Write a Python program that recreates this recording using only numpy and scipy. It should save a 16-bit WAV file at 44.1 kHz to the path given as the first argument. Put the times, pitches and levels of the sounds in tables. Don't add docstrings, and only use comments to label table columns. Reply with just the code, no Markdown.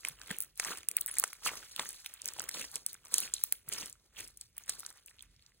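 import sys
import numpy as np
from scipy import signal
from scipy.fft import rfft, irfft, next_fast_len
from scipy.io import wavfile
from scipy.ndimage import uniform_filter1d, map_coordinates

SR = 44100
rng = np.random.default_rng(int(sys.argv[2]) if len(sys.argv) > 2 else 0)


def ratio(d):
    e = np.asarray(d, float) / 20
    return 10 ** e


def waveform_to_disk(signal):
    frames = np.transpose(np.atleast_2d(signal))
    scaled = np.clip(frames, -1, 1) * 32767
    samples = np.round(scaled).astype(np.int16)
    wavfile.write(sys.argv[1], SR, samples)


N = 246959

# f/Hz, level/dB per Hz
HUSH_SPECTRUM = [(20, -61.5), (32, -17.5), (45, 6), (70, -3.5), (130, -7), (300, -22.5), (800, -41),
                 (2000, -27), (6000, -35), (16000, -63.5)]
# t/s, peak level/dB, brightness f/Hz, after-crackle level/dB
SNAPS = [(.0501, -18, 9500, -37.5), (.0857, -16.5, 11600, -15), (.386, -16, 11900, -53),
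         (.4047, -12.5, 12100, -26.5), (.414, -19, 12500, -33.5), (.4226, -17.5, 12700, -31),
         (.5984, -14, 7700, -9.5), (.6481, -19, 7800, -10), (.8874, -5.5, 10800, -33.5),
         (.9144, -14.5, 9700, -33), (.968, -3.5, 13100, -21), (1.0132, -12, 12200, -24),
         (1.062, -9, 13000, -42.5), (1.1853, -6.5, 10400, -20), (1.1985, -1.5, 12600, -26),
         (1.2394, -9, 8400, -15), (1.4591, -16, 10100, -7), (1.4812, -16.5, 9100, -19),
         (1.797, -17, 7000, -15), (2.258, -15, 11700, -24.5), (2.287, -18, 6700, -18.5),
         (2.3965, -15, 7200, -20.5), (2.7573, -14, 8500, -12.5), (2.8642, -7, 10300, -30),
         (3.1415, -3.5, 8500, -17), (3.1827, -3.5, 10400, -24), (3.2036, -13, 12400, -26),
         (3.3389, -10.5, 8500, -15), (3.4383, 0, 12800, -52), (3.5245, -2, 11600, -48)]
# t/s, peak level/dB, brightness f/Hz
RAGGED = [(0.312, -22.5, 10100), (1.0099, -16, 12240), (1.0703, -25, 11500), (1.079, -22, 12100),
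          (1.1392, -33.5, 11100), (1.155, -27, 8800), (1.194, -23, 8300), (1.466, -28, 10000),
          (1.473, -14.5, 9800), (1.7625, -24.5, 12100), (1.9064, -27, 11500), (2.062, -24, 11660),
          (2.1391, -25.5, 11830), (2.278, -18.5, 12200), (2.4913, -17.5, 9710), (2.6134, -20, 10500),
          (2.931, -24, 13200), (2.943, -28.5, 9700), (3.6869, -26.5, 10800), (3.726, -22, 7570),
          (3.736, -17, 9440), (3.859, -24, 9750), (4.205, -23, 10500), (4.373, -29.5, 10560),
          (4.412, -26, 8300), (4.5803, -21, 13020), (4.5814, -28.5, 14600), (4.6952, -12.5, 8950),
          (4.6988, -22, 11100), (5.061, -33, 11540)]
# t/s, peak level/dB, brightness f/Hz
CLEAN = [(0.077, -34, 11800), (0.216, -30, 6350), (0.436, -22, 13250), (0.576, -29.5, 11700),
         (0.7735, -22, 10200), (1.17, -22.5, 9030), (1.278, -28, 9100), (1.3327, -24.5, 12160),
         (1.5553, -25, 9800), (1.8, -29, 7300), (1.8512, -28, 10950), (1.8908, -21, 11410),
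         (2.2186, -20.5, 8060), (2.3366, -22, 10600), (2.4196, -22, 12080), (2.44, -23.5, 11800),
         (2.4888, -22.5, 11400), (2.5136, -25.5, 10420), (2.887, -31, 10500), (3.144, -28.5, 6700),
         (3.3423, -18.5, 9110), (3.4426, -31.5, 11300), (3.69, -15, 12140), (3.898, -26.5, 10340),
         (3.9279, -30.5, 9050), (4.7971, -22, 10700), (4.8055, -24, 10440), (4.864, -20, 8000),
         (4.9037, -29.5, 10700), (5.464, -40.5, 5280)]
# t/s, peak level/dB
TICKS = [(.0079, -36), (0.2752, -33), (0.426, -26), (0.4334, -37), (0.606, -37), (.832, -37), (1.1207, -40),
         (1.7135, -37), (2.0456, -35.5), (2.245, -34), (3.052, -32), (3.083, -35.5), (3.3206, -40),
         (4.5677, -33.5), (4.662, -37.5), (4.6804, -31), (4.7926, -30), (4.8511, -44.5), (4.9276, -42),
         (4.974, -45), (5.0738, -38.5), (5.0784, -37), (5.0958, -37.5), (5.107, -40), (5.167, -50.5),
         (5.2241, -29.5), (5.226, -34), (5.578, -58),
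         (0.196, -39), (0.2344, -37), (0.3667, -30), (0.429, -35), (0.4468, -35.5), (0.5576, -40),
           (0.6044, -33.5), (0.6578, -30.5), (0.7848, -27), (1.1208, -32), (1.141, -26), (1.2289, -28.5),
           (1.3507, -47), (1.6148, -58), (1.6979, -46), (1.7281, -38), (1.9198, -37), (1.9299, -27.5),
           (2.3022, -43), (2.3804, -32.5), (2.4305, -39), (2.48, -40.5), (2.7156, -29), (2.7646, -27.5),
           (2.9312, -43), (3.057, -47.5), (3.0648, -43.5), (3.1189, -31), (3.1829, -18.5), (3.2139, -28.5),
           (3.2295, -34.5), (3.6427, -56.5), (3.6669, -49), (3.7184, -35), (3.8749, -32), (4.2762, -30.5),
           (4.2826, -32), (4.5065, -62.5), (4.5807, -42), (4.7527, -33), (5.1447, -53), (5.424, -59)]
# start t/s, hold t/s, fizz level/dB
PEELS = [(0.023, 0.036, -59), (0.068, 0.0046, -52), (0.272, 0.14, -59.5), (0.603, 0.14, -49),
         (0.972, 0.063, -62), (1.096, 0.17, -53.5), (1.272, 0.083, -61.5), (1.459, 0.0083, -40),
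         (1.543, 0.46, -57.5), (1.799, 0.1, -53), (2.053, 0.02, -58.5), (2.26, 0.053, -55.5),
         (2.32, 0.22, -61), (2.547, 0.082, -45), (2.739, 0.0032, -47.5), (2.89, 0.0043, -55),
         (3.135, 0.099, -42.5), (3.345, 0.0041, -54), (3.393, 0.051, -54), (3.529, 0.0082, -56),
         (3.728, 0.1, -47), (4.192, 0.0033, -46), (4.409, 0.0045, -62), (4.596, 0.15, -69),
         (4.7, 0.0056, -47), (4.782, 0.11, -61.5), (4.916, 0.058, -71), (5.094, 0.004, -64.5),
         (5.168, 0.091, -77), (5.427, 0.012, -71)]
# start t/s, hold t/s, squelch level/dB, push over squelch level/dB
FOLDS = [(0.061, 0.02, -54.5, -5.5), (0.196, 0.04, -60.5, -9), (0.305, 0.011, -46.5, -3.5),
         (0.413, 0.022, -64, -1.5), (0.63, 0.032, -46, -22), (0.683, 0.058, -47.5, -6.5),
         (0.902, 0.15, -62, -7.5), (1.106, 0.17, -59, -8.5), (1.35, 0.03, -68.5, -13.5),
         (1.474, 0.015, -41, -9), (1.538, 0.11, -59, -8), (1.795, 0.023, -46, -10.5),
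         (1.848, 0.081, -60, -9), (2.051, 0.16, -63, -23.5), (2.25, 0.24, -58, -5), (2.565, 0.054, -49, -4),
         (2.755, 0.013, -60.5, -1.5), (2.874, 0.081, -68, -5.5), (3.058, 0.011, -59.5, -9),
         (3.134, 0.13, -53.5, -5), (3.38, 0.094, -66.5, -12.5), (3.524, 0.012, -61.5, -4),
         (3.68, 0.016, -67, 0.5), (3.724, 0.099, -49.5, -7), (4.003, 0.13, -88, 6.5),
         (4.182, 0.017, -50, -7.5), (4.578, 0.046, -67, -28), (4.683, 0.1, -63, -5.5),
         (4.797, 0.19, -69.5, -8), (4.885, 0.011, -75, -12), (5.078, 0.091, -76, -7.5),
         (5.217, 0.011, -69, -23), (5.434, 0.056, -78, -28)]
# level/dB of fizz, squelch, push
REST_DB = [-78, -87, -86]
# f/Hz, level/dB per Hz
FIZZ_SPECTRUM = [(2500, -26), (4000, 6), (6000, 8), (8000, -1.5), (11000, 6.5), (16000, -5)]
# f/Hz, level/dB per Hz
SQUELCH_SPECTRUM = [(300, -22.5), (700, -10), (1300, -2.5), (2500, -9), (4000, -7.5), (7000, -7)]
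# f/Hz, level/dB per Hz
PUSH_SPECTRUM = [(40, -26), (100, -6.5), (200, -3.5), (500, -0.5), (1100, -19)]
# t/s, peak level/dB, cavity f/Hz
POPS = [(.05, -26.5, 2300), (.3076, -29, 1790), (.3126, -29.5, 1700), (.599, -24.5, 1845),
        (.5994, -36.5, 733), (.6489, -32, 1820), (.6867, -45.5, 2140), (.7193, -30, 1400),
        (.7274, -44, 1490), (.9672, -35.5, 2310), (.9802, -34, 2100), (1.0843, -38, 1820),
        (1.0978, -39, 1740), (1.2287, -34.5, 1140), (1.2394, -23, 1350), (1.4636, -25, 1230),
        (1.4762, -23.5, 2400), (1.4845, -29, 2250), (1.763, -37.5, 3470), (1.7953, -27.5, 3750),
        (1.7955, -33, 2000), (1.7956, -29.5, 980), (1.796, -36.5, 577), (1.8575, -38, 1760),
        (2.0617, -35, 2750), (2.2665, -43.5, 1840), (2.4042, -32, 1370), (2.4915, -36.5, 1960),
        (2.758, -46, 2900), (3.1418, -28.5, 2530), (3.2772, -38.5, 2430), (3.338, -38, 4100),
        (3.347, -45.5, 4300), (3.353, -45.5, 3960), (3.3825, -45, 3820), (3.5244, -33.5, 2120),
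        (3.728, -43, 2860), (3.7855, -45, 1280), (4.697, -46.5, 626), (4.6995, -42, 4000),
        (0.076, -38.5, 990), (0.2153, -42.5, 1540), (0.297, -45, 1560), (0.9857, -42.5, 1850),
           (1.079, -42, 1860), (1.169, -38, 2020), (1.1749, -38.5, 1900), (1.33, -43, 1370),
           (1.629, -41.5, 1505), (2.303, -42, 3430), (2.388, -36.5, 746), (2.439, -40.5, 1470),
           (2.5494, -41, 980), (2.571, -41, 1970), (2.9442, -42.5, 2180), (3.2154, -48.5, 1710),
           (3.7776, -46, 2550), (3.811, -44.5, 2510), (4.58, -44.5, 1840), (4.6934, -37.5, 1630),
           (4.8328, -43, 1300), (4.8634, -44, 1550), (5.0837, -47.5, 2480), (5.2076, -45.5, 3500),
        (0.0345, -49, 1950), (0.833, -43, 2210), (0.888, -37.5, 2740), (0.8872, -46, 1550),
            (0.9135, -41.5, 2230), (1.0403, -59.5, 2640), (1.089, -43.5, 1590), (1.1097, -48.5, 2010),
            (1.141, -52, 2080), (1.199, -46, 1430), (1.3306, -42, 2170), (1.3535, -52.5, 2294),
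            (1.4232, -50, 1053), (2.014, -59, 2100), (2.0455, -47.5, 1640), (2.047, -49, 2630),
            (2.063, -47, 1500), (2.2575, -51, 3000), (2.2566, -50, 1475), (2.2876, -38.5, 1550),
            (2.366, -46, 910), (2.388, -47.5, 2670), (2.395, -52.5, 3160), (2.4268, -44, 3100),
            (2.611, -37, 2340), (2.618, -35, 2660), (2.764, -42, 2446), (2.932, -58, 2254),
            (2.9516, -49.5, 1430), (3.0576, -52.5, 1083), (3.0695, -55, 2030), (3.1416, -36.5, 1075),
            (3.1824, -37, 3180), (3.2341, -35.5, 2720), (3.396, -50.5, 3220), (3.6793, -50, 1280),
            (3.7294, -45, 3170), (1.47, -32.5, 2900), (3.955, -59, 1340), (4.586, -50, 3080),
            (4.6802, -49.5, 1720), (4.769, -51.5, 1600), (4.8523, -49, 1300), (4.879, -53, 1485),
            (4.9052, -55, 840), (4.9113, -51, 1570), (4.9152, -56, 1260), (4.9645, -56, 1850),
            (5.078, -57, 2750), (5.1121, -53, 1830), (5.1863, -53, 3130), (5.3937, -64.5, 2444),
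            (5.5202, -64, 1960),
        (0.0502, -28, 5400), (0.076, -37, 4170), (0.0856, -42, 1660), (0.2612, -45, 3950),
             (0.2937, -48, 3330), (0.312, -32, 3930), (0.64, -33, 5720), (0.6553, -37, 5540),
             (0.832, -40.5, 6290), (0.9856, -38, 4740), (1.0412, -56.5, 3900), (1.3305, -39.5, 6000),
             (1.479, -31.5, 4390), (1.5325, -50, 4780), (1.763, -33.5, 3880), (2.048, -42.5, 4130),
             (2.0616, -32, 3750), (2.2453, -41.5, 5310), (2.2573, -30.5, 6140), (2.406, -29.5, 5020),
             (2.427, -55, 3230), (2.44, -42.5, 6350), (2.5136, -38, 4610), (2.5423, -35, 3950),
             (2.6425, -42, 6300), (2.7663, -36, 4660), (2.8641, -23.5, 5770), (2.8868, -48.5, 6490),
             (2.931, -43, 6200), (3.057, -44.5, 6140), (3.0697, -42, 5530), (3.0975, -54, 6140),
             (3.1409, -28.5, 4400), (3.1827, -27.5, 6820), (3.5246, -35, 4220), (4.2778, -43, 5480),
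             (4.6377, -43.5, 6440), (4.6801, -50, 5890), (4.8499, -40.5, 4460), (4.988, -59, 3570),
             (5.1934, -46, 3870), (5.226, -51, 2350), (5.364, -56, 5170), (5.395, -60.5, 3890),
             (5.4246, -57, 4050),
        (0.5988, -39.5, 423),
    (0.736, -38.5, 1180),
    (1.022, -43, 4000),
    (1.081, -51.5, 1900),
    (1.2393, -38, 416),
    (1.492, -27.5, 2150),
    (2.643, -37, 1800),
    (3.3205, -55, 1524),
    (3.44, -45, 1137),
    (3.5252, -48, 764),
]
# t/s, peak level/dB, f/Hz
SLUMPS = [
    (0.102, -51, 142),
    (0.307, -35, 194),
    (0.685, -44, 380),
    (0.783, -59, 83),
    (2.759, -47.5, 433),
    (3.676, -47.5, 148),
    (3.83, -47, 212),
    (4.208, -53.5, 110),
]
# t/s, length t/s, start f/Hz, end f/Hz,
# level/dB
LEAKS = [
    (1.084, 0.0067, 8040, 8200, -34),
    (1.091, 0.004, 8800, 10240, -33.5),
    (1.112, 0.0047, 10250, 10570, -29.5),
    (1.113, 0.021, 9700, 10000, -42.5),
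    (3.3635, 0.0053, 4000, 4050, -37),
]
# f/Hz, t60 t/s
ROOM = [(300, .25), (12000, .2)]
# f/Hz, share
APART = [(50, .15), (300, .8), (1700, .25), (3200, 1.7), (5000, .58), (6800, .36), (8500, .12)]
# f/Hz, phase/rad
PORT_TWIST = [(60, .2), (350, .6), (2400, 1.7), (5200, 1.13), (7200, .72), (8700, 1.05), (12000, 1.33),
              (15500, 1.4)]
# f/Hz, level/dB
BALANCE_DB = [(200, -2), (1300, 0), (2400, -4), (4400, -1), (8000, 0)]

HUSH_DB = -73
RAGGED_DB, CLEAN_DB, TICK_DB, TICK_HZ = -13, -26, -20, 10500
GRIP_DB_S, LET_GO_DB_S = 481.5, 221.5
FROTH_HZ, FOAM_HZ = 1900, 8300
FROTH_OCTAVES, FROTH_T60_CYCLES = 0.445, 9
PORT_DELAY_S = .000138
STEADY_TOP_HZ = 15800
WEAKER_DB, WAVER_DB = -11.5, 4
LOUD_DB, STRICTER_DB = -60, 3.5


def unit(x):
    return x / np.sqrt(np.mean(x ** 2) + 1e-20)


def along(points, hz):
    f, v = np.transpose(points)
    return np.interp(np.log(hz + 1), np.log(f + 1), v)


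def filtered(x, response):
    m = next_fast_len(N + 8192)
    return irfft(rfft(x, m) * response(np.fft.rfftfreq(m, 1 / SR)), m)[..., :N]


def wobble(rate_hz):
    knots = rng.standard_normal(int(N * rate_hz / SR) + 4)
    return map_coordinates(knots, [np.arange(N) * rate_hz / SR])


def scatter(start_s, shapes):
    at = np.round(start_s * SR).astype(int)[:, None] + np.arange(shapes.shape[1])
    return np.bincount(at.ravel(), shapes.ravel(), N + SR)[:N]


def hush():
    shared, *own = rng.standard_normal((3, N))
    pair = shared + filtered(np.array(own), lambda hz: along(APART, hz) / 2 + 0.64 * (hz > 3500))
    coloured = unit(filtered(pair, lambda hz: ratio(along(HUSH_SPECTRUM, hz))))
    return ratio(HUSH_DB + 2.2 * wobble(6)) * coloured


def snaps():
    films = SNAPS + [(*row, RAGGED_DB) for row in RAGGED] + [(*row, CLEAN_DB) for row in CLEAN]
    films = films + [(s, db, TICK_HZ, TICK_DB) for s, db in TICKS]
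    s, db, hz, shred_db = np.transpose(films)[:, :, None]
    t = np.arange(-40, 500) / SR
    start_s = s[:, 0] - 40 / SR
    luck = rng.standard_normal((len(films), 542))

    burst = np.exp(-np.abs(t) / np.where(t < 0, .00006, .00011))
    burst = burst + 0.03 * (t > 0) * np.exp(-np.abs(t) / 0.00017)
    click = np.sin(2 * np.pi * 0.92 * hz * t + 3 * luck[:, :1])
    click = click + 0.79 * np.sin(2 * np.pi * 1.19 * hz * t + 3 * luck[:, 1:2])
    click = burst * click
    click = click / np.abs(click).max(axis=1, keepdims=True)

    rags = 2.9 * uniform_filter1d(luck[:, 2:], size=6, axis=1) * np.sin(2 * np.pi * hz * t)
    decay_db = 60 * np.abs(t) / np.where(t < 0, .002, .016)
    shreds = ratio(np.minimum(shred_db, -6) - decay_db) * rags
    shreds = filtered(scatter(start_s, ratio(db) * shreds), lambda f: f < STEADY_TOP_HZ)

    train = scatter(start_s, ratio(db - 1.5) * click) + shreds
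    return filtered(train, lambda f: np.clip(f / 5000, 0, 1) ** 3.8 + 0.13 * f / (f + 900))


def strokes(start_s, hold_s, db, rest_db):
    t = np.arange(0, N + 64, 64) / SR
    late = t - start_s[:, None]
    swell_db = GRIP_DB_S * np.maximum(-late, 0)
    fade_db = LET_GO_DB_S * np.maximum(late - np.abs(hold_s)[:, None], 0)
    power = (ratio(db[:, None] - swell_db - fade_db) ** 2).sum(axis=0) + ratio(rest_db) ** 2
    return np.interp(np.arange(N) / SR, t, 10 * np.log10(power))


def crackle(spectrum, rate_hz, spread_db, clumps_db, smooth, patchy_db):
    size = ratio(spread_db * np.minimum(rng.exponential(1, N), 3))
    tears = (rng.random(N) < rate_hz / SR) * size * rng.standard_normal(N)
    z = signal.stft(unit(tears) + smooth * rng.standard_normal(N), nperseg=128)[2]
    field = uniform_filter1d(rng.standard_normal(z.shape), size=3, axis=0)
    field = uniform_filter1d(field, size=6, axis=1)
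    mix = signal.istft(z * ratio(patchy_db * unit(field)), nperseg=128)[1][:N]
    return unit(filtered(mix * ratio(clumps_db), lambda hz: ratio(along(spectrum, hz))))


def froth(mid_hz, count):
    when, size = rng.random((count, 2)).T[:, :, None]
    drift = .5 * wobble(9)[(when * N).astype(int)]
    hz = mid_hz * 2 ** (FROTH_OCTAVES * (rng.standard_normal((count, 1)) + drift))
    cycles = np.minimum(hz, STEADY_TOP_HZ) * np.arange(450) / SR
    level = np.sqrt(hz / mid_hz) * ratio(15 * size - 60 * cycles / FROTH_T60_CYCLES)
    onset = 1 - np.exp(-cycles / .5)
    notes = level * onset * np.sin(2 * np.pi * cycles) * np.linspace(1, 0, cycles.shape[1])
    return unit(scatter(when[:, 0] * N / SR, notes))


def kneading():
    start_s, hold_s, fold_db, over_db = np.transpose(FOLDS)
    fizz_db = strokes(*np.transpose(PEELS), REST_DB[0])
    squelch_db = strokes(start_s, hold_s, fold_db, REST_DB[1])
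    push_db = strokes(start_s, hold_s, fold_db + over_db, REST_DB[2])
    squelch_db = np.maximum(squelch_db, fizz_db - 9.0)
    clumps = 1.14 * wobble(40) + wobble(160)

    peel = crackle(FIZZ_SPECTRUM, 1600, spread_db=3.0, clumps_db=2.6 * clumps, smooth=1.5, patchy_db=3.5)
    fizz = ratio(fizz_db - 5) * froth(FOAM_HZ, count=3500) + ratio(fizz_db + 1.0) * peel
    slide = crackle(SQUELCH_SPECTRUM, 800, spread_db=-1.5, clumps_db=1.7 * clumps, smooth=1.8, patchy_db=1.5)
    squelch = ratio(squelch_db - 3) * froth(FROTH_HZ, count=2500) + ratio(squelch_db + 0.2) * slide
    push_clumps_db = 2.0 * (clumps + wobble(35))
    shove = crackle(PUSH_SPECTRUM, 120, spread_db=2.0, clumps_db=push_clumps_db, smooth=2.7, patchy_db=-0.5)
    return fizz + squelch + ratio(push_db) * shove


def pops():
    pockets = POPS
    s, db, hz = np.transpose(pockets)[:, :, None]
    t = np.arange(900) / SR
    luck = rng.standard_normal((len(pockets), 900))
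    note = np.sin(2 * np.pi * hz * t * (1 + 8 * t))
    note = note + 0.26 * np.sin(2 * np.pi * hz * (2.0 + 0.27 * luck[:, :1]) * t)
    edge = 1 + 1.8 * uniform_filter1d(luck, size=25, axis=1)
    t60_s = .002 + 8 / hz
    onset = 1 - np.exp(-t * hz / 0.59)
    train = scatter((s - 1 / hz)[:, 0], ratio(db + 7.5 - 60 * t / t60_s) * note * edge * onset)
    return filtered(train, lambda f: (1j * f / (450 + 1j * f)) ** 2)


def slumps():
    s, db, hz = np.transpose(SLUMPS)[:, :, None]
    cycles = hz * np.arange(2500) / SR
    swell = cycles * np.exp(-1.3 * cycles)
    note = np.sin(2 * np.pi * cycles * (1 - 0.0095 * cycles))
    return scatter(s[:, 0], ratio(db + 8.0) * swell * note)


def leaks():
    s, length_s, from_hz, to_hz, db = np.transpose(LEAKS)[:, :, None]
    u = np.clip(np.arange(800) / SR / length_s, 0, 1)
    flutter = uniform_filter1d(rng.standard_normal(u.shape), size=40, axis=1)
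    phase = 2 * np.pi * np.cumsum(from_hz + (to_hz - from_hz) * u, axis=1) / SR
    return scatter(s[:, 0], ratio(db) * np.sin(np.pi * u) * np.sin(phase + 2 * flutter))


def echoes(x):
    hz, t, z = signal.stft(rng.standard_normal(SR // 3), SR, nperseg=256)
    tail = signal.istft(z * ratio(-60 * t / along(ROOM, hz)[:, None]), SR, nperseg=256)[1]
    return signal.fftconvolve(x, tail / np.linalg.norm(tail))[:N]


def ports(x):
    side = np.array([[.5], [-.5]])

    def response(hz):
        lead = 2 * np.pi * hz * PORT_DELAY_S - along(PORT_TWIST, hz)
        return ratio(side * along(BALANCE_DB, hz)) * np.exp(1j * side * lead)

    return filtered(x, response)


def joint(x):
    sum_diff = np.array([x[0] + x[1], x[0] - x[1]]) / 2
    hz, t, z = signal.stft(sum_diff, SR, nperseg=256)
    band = (hz // 690).astype(int)
    edges = np.flatnonzero(np.diff(band, prepend=-1))
    power = np.add.reduceat(np.abs(z) ** 2, edges, axis=1)[:, band]
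    total = power.sum(axis=(0, 1))
    click = total > 4 * signal.medfilt(total, 9)
    power = np.abs(uniform_filter1d(power * ~click, size=7))

    loudness = np.abs(uniform_filter1d((np.abs(z) ** 2).sum(axis=(0, 1)), size=41))
    level_db = 10 * np.log10(loudness + 1e-12)
    strict_db = STRICTER_DB * np.clip((level_db - LOUD_DB) / 8, -1, 1)
    waver_db = WAVER_DB * np.interp(t, np.arange(N) / SR, wobble(12))
    limit = ratio(WEAKER_DB + strict_db + waver_db) ** 2
    keep = (power > limit * power[::-1]) | (hz < 4800)[:, None] | click
    mid, side = signal.istft(z * keep, SR, nperseg=256)[1][:, :N]
    return np.array([mid + side, mid - side])


def scene():
    clicks = snaps()
    wet = pops() + leaks() + slumps() + kneading()
    wet = wet + ratio(-18) * echoes(wet + clicks)
    slime = clicks + filtered(wet, lambda hz: hz < STEADY_TOP_HZ)
    z = signal.stft(slime + clicks, nperseg=128)[2]
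    random_phase = np.exp(2j * np.pi * rng.random((2,) + z.shape))
    scattered = signal.istft(z * random_phase, nperseg=128)[1][:, :N]
    air = filtered(hush(), lambda hz: hz < STEADY_TOP_HZ)
    return ports(slime + filtered(scattered, lambda hz: along(APART, hz)) + air)


def roll_off(x):
    return signal.sosfilt(signal.butter(12, 17160, fs=SR, output="sos"), x)


def record(dry):
    mix = joint(filtered(dry, lambda hz: 1 / (1 + (hz / 16500) ** 60)))
    return roll_off(mix)


dry = scene()
out = record(dry)
waveform_to_disk(out)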